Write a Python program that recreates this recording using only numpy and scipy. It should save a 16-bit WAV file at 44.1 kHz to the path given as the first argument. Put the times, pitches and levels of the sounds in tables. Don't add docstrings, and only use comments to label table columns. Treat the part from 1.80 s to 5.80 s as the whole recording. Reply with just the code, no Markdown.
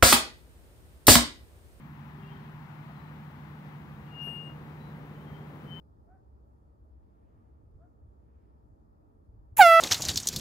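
import sys
import numpy as np
from scipy.fft import rfft, irfft, next_fast_len
from scipy.io import wavfile
from scipy.ndimage import map_coordinates

SR = 44100
rng = np.random.default_rng(int(sys.argv[2]) if len(sys.argv) > 2 else 0)


def inscribe(sig):
    pcm = np.round(np.clip(np.atleast_2d(sig).T, -1, 1) * 32767)
    wavfile.write(sys.argv[1], SR, pcm.astype(np.int16))


N = 176400

# (time [s], level [dB])
FORWARD_FRICTION = [(2.26, -79), (2.35, -53), (2.385, -47), (2.422, -38.5), (2.45, -41.5), (2.487, -39.5),
                    (2.53, -43.5), (2.585, -42.5), (2.635, -47.5), (2.68, -49.5), (2.72, -59), (2.76, -77)]
BACKWARD_FRICTION = [(3.83, -80), (3.89, -62), (3.915, -53), (3.932, -49.5), (3.953, -57), (3.972, -49),
                     (3.995, -54)]
# (harmonic number, start [s], duration [s], level [dB], decay [dB/s])
FORWARD_OVERTONES = [(2, 2.385, .14, -75, 50), (3, 2.405, 0.31, -75, 32), (4, 2.405, .26, -63, 109)]
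# (start [s], duration [s], frequency [Hz], relative level [dB])
LINK_SQUEALS = [(.41, .12, 2805, -65), (.38, .34, 3190, -71), (.49, .09, 3115, -65.5),
                (1.14, .22, 4010, -76.5), (2.99, .16, 3975, -71), (3.34, .14, 3060, -72),
                (3.53, .07, 3120, -63), (3.45, .27, 3200, -70)]
# (centre [s], duration [s], frequency [Hz], level [dB])
FRAME_GROANS = [(0.526, 0.54, 394, -59.5), (3.564, 0.42, 393, -59.5)]
# (time [s], level [dB])
LINK_KNOCKS = [(1.094, -46.5), (1.309, -48), (2.469, -41.5), (2.692, -45)]
# (frequency [Hz], level [dB])
ENGINE_LINES = [(75.3, -62), (138, -55), (150.6, -47.5), (226, -63.5)]
# (frequency [Hz], relative level [dB])
KNOCK_SPECTRUM = [(100, -12), (300, 4), (550, 0), (900, 0), (1500, -6), (2500, -16), (5000, -40),
                  (10000, -60)]
RUMBLE_SPECTRUM = [(20, -31), (35, -17.5), (55, -4), (75, -1), (110, 0.5), (170, 2), (215, 2.5),
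                   (260, -4.5), (320, -8), (450, -25), (900, -59)]
TRAFFIC_SPECTRUM = [(80, -16), (160, -2), (270, -2), (380, -3.5), (520, -5), (650, -10.5), (820, -9.5),
                    (1250, -16.5), (2500, -28), (6000, -44)]
WIND_SPECTRUM = [(200, -18.5), (400, -9.5), (600, -8), (850, 1), (1050, -0.5), (1450, -4.5), (1950, -6.5),
                 (2400, -11), (4000, -21.5), (6500, -37), (12000, -42)]
HISS_SPECTRUM = [(2000, -18), (6000, -7), (10000, -10.5), (12000, -5.5), (15000, -1)]
# (time [s], relative level [dB])
TRAFFIC_ENVELOPE = [(0, -18), (1.2, -9.5), (2, -6), (2.6, -2), (3.4, 0.5), (4, -1)]
WIND_ENVELOPE = [(0, 0), (.6, 2.5), (1.25, 1.5), (1.9, 1.5), (2.6, 1), (3.3, 1), (4, 1)]


def hanger_squeak(friction, pitch_hz, left_db, overtones=()):
    t = clock()
    fade_s, overtone_ramp_s, waver_hz = 0.033, 0.038, 1.5
    outside_s = np.maximum(friction[0][0] - t, 0) + np.maximum(t - friction[-1][0], 0)
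    envelope = amp(curve(friction) + wobble(60)) * np.exp(-outside_s / fade_s)
    angle = phase(pitch_hz + waver_hz * wobble(40))
    out = pan(left_db) * envelope * np.sin(angle)
    for harmonic, start, length, db, decay in overtones:
        age = np.maximum(t - start, 0)
        gate = np.clip(np.minimum(age, length - age) / overtone_ramp_s, 0, 1)
        level = amp(db - decay * age + 3 * wobble(30))
        out += pan(left_db=28) * gate * level * np.sin(harmonic * angle)
    return np.sqrt(2) * out


def link_squeals():
    rise_s, jitter_hz, flutter_db, gain_db = 0.021, 40, 2.5, -1
    out = np.zeros(N)
    for start, length, hz, db in LINK_SQUEALS:
        age = clock() - start
        grip = np.clip(age / rise_s, 0, 1) * np.sqrt(np.clip(1 - age / length, 0, 1))
        level = amp(db + gain_db + flutter_db * wobble(60))
        out += level * grip * np.sin(phase(hz + jitter_hz * wobble(160)))
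    return np.sqrt(2) * pan(left_db=16) * out


def frame_groans():
    waver_hz = 2.73
    out = np.zeros(N)
    for centre, length, hz, db in FRAME_GROANS:
        swell = np.cos(np.pi * np.clip((clock() - centre) / length, -.5, .5))
        out += amp(db) * swell * np.sin(phase(hz + waver_hz * wobble(25.05)))
    return np.sqrt(2) * out


def link_knocks():
    rise_s, t60_s = 0.0013, 0.088
    envelope = np.zeros(N)
    for start, db in LINK_KNOCKS:
        age = np.maximum(clock() - start, 0)
        attack = 1 - np.exp(-(age / rise_s) ** 2)
        envelope += attack * amp(db - 60 * age / t60_s)
    return envelope * stereo_noise(KNOCK_SPECTRUM, apart_db=-12, left_db=4)


def engine():
    speed = 1 + 0.0054 * wobble(3.86)
    lines = sum(amp(db) * np.sin(phase(hz * speed) + rng.uniform(0, 2 * np.pi))
                for hz, db in ENGINE_LINES)
    rumble = amp(-49.5) * stereo_noise(RUMBLE_SPECTRUM, apart_db=-10, left_db=-0.3)
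    return np.sqrt(2) * pan(left_db=-0.71) * lines + rumble


def traffic():
    level = amp(-52.5 + curve(TRAFFIC_ENVELOPE) + 0.46 * wobble(8))
    return level * stereo_noise(TRAFFIC_SPECTRUM, apart_db=-4, left_db=1)


def wind_and_hiss():
    level = amp(-55.5 + curve(WIND_ENVELOPE) + 0.56 * wobble(9))
    wind = level * stereo_noise(WIND_SPECTRUM, apart_db=2.5, left_db=7)
    hiss = amp(-70) * stereo_noise(HISS_SPECTRUM, apart_db=24, left_db=1.5)
    return wind + hiss


def stereo_noise(spectrum, apart_db, left_db):
    noise = rng.standard_normal((3, N))
    pair = noise[0] + amp(apart_db) * noise[1:]
    points_hz, db = np.transpose(spectrum)
    colour = lambda hz: amp(np.interp(np.log(hz + 1), np.log(points_hz + 1), db))
    out = pan(left_db) * filtered(pair, colour)
    return out / np.sqrt(np.mean(out ** 2) + 1e-20)


def amp(db):
    return 10 ** (np.asarray(db) / 20)


def clock():
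    return np.arange(N) / SR


def curve(rows):
    return np.interp(clock(), *np.transpose(rows))


def wobble(rate):
    return map_coordinates(rng.standard_normal(2048), [clock() * rate], mode="wrap")


def filtered(x, response):
    size = next_fast_len(N + 8192)
    return irfft(rfft(x, size) * response(np.fft.rfftfreq(size, 1 / SR)), size)[..., :N]


def pan(left_db):
    gains = amp(np.array([[left_db], [-left_db]]) / 2)
    return gains / gains.mean()


def phase(hz):
    return 2 * np.pi * np.cumsum(hz) / SR


def scene():
    forward = hanger_squeak(FORWARD_FRICTION, pitch_hz=2829.5, left_db=14, overtones=FORWARD_OVERTONES)
    backward = hanger_squeak(BACKWARD_FRICTION, pitch_hz=3060.5, left_db=21)
    around = frame_groans() + link_knocks() + engine() + traffic() + wind_and_hiss()
    left_lead_s = 0.00018
    time_shift = lambda hz: np.exp(1j * np.pi * hz * left_lead_s * np.array([[1], [-1]]))
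    return forward + backward + link_squeals() + filtered(around, time_shift)


def record(dry):
    return filtered(dry, lambda hz: hz < 15750)


dry = scene()
out = record(dry)
inscribe(out)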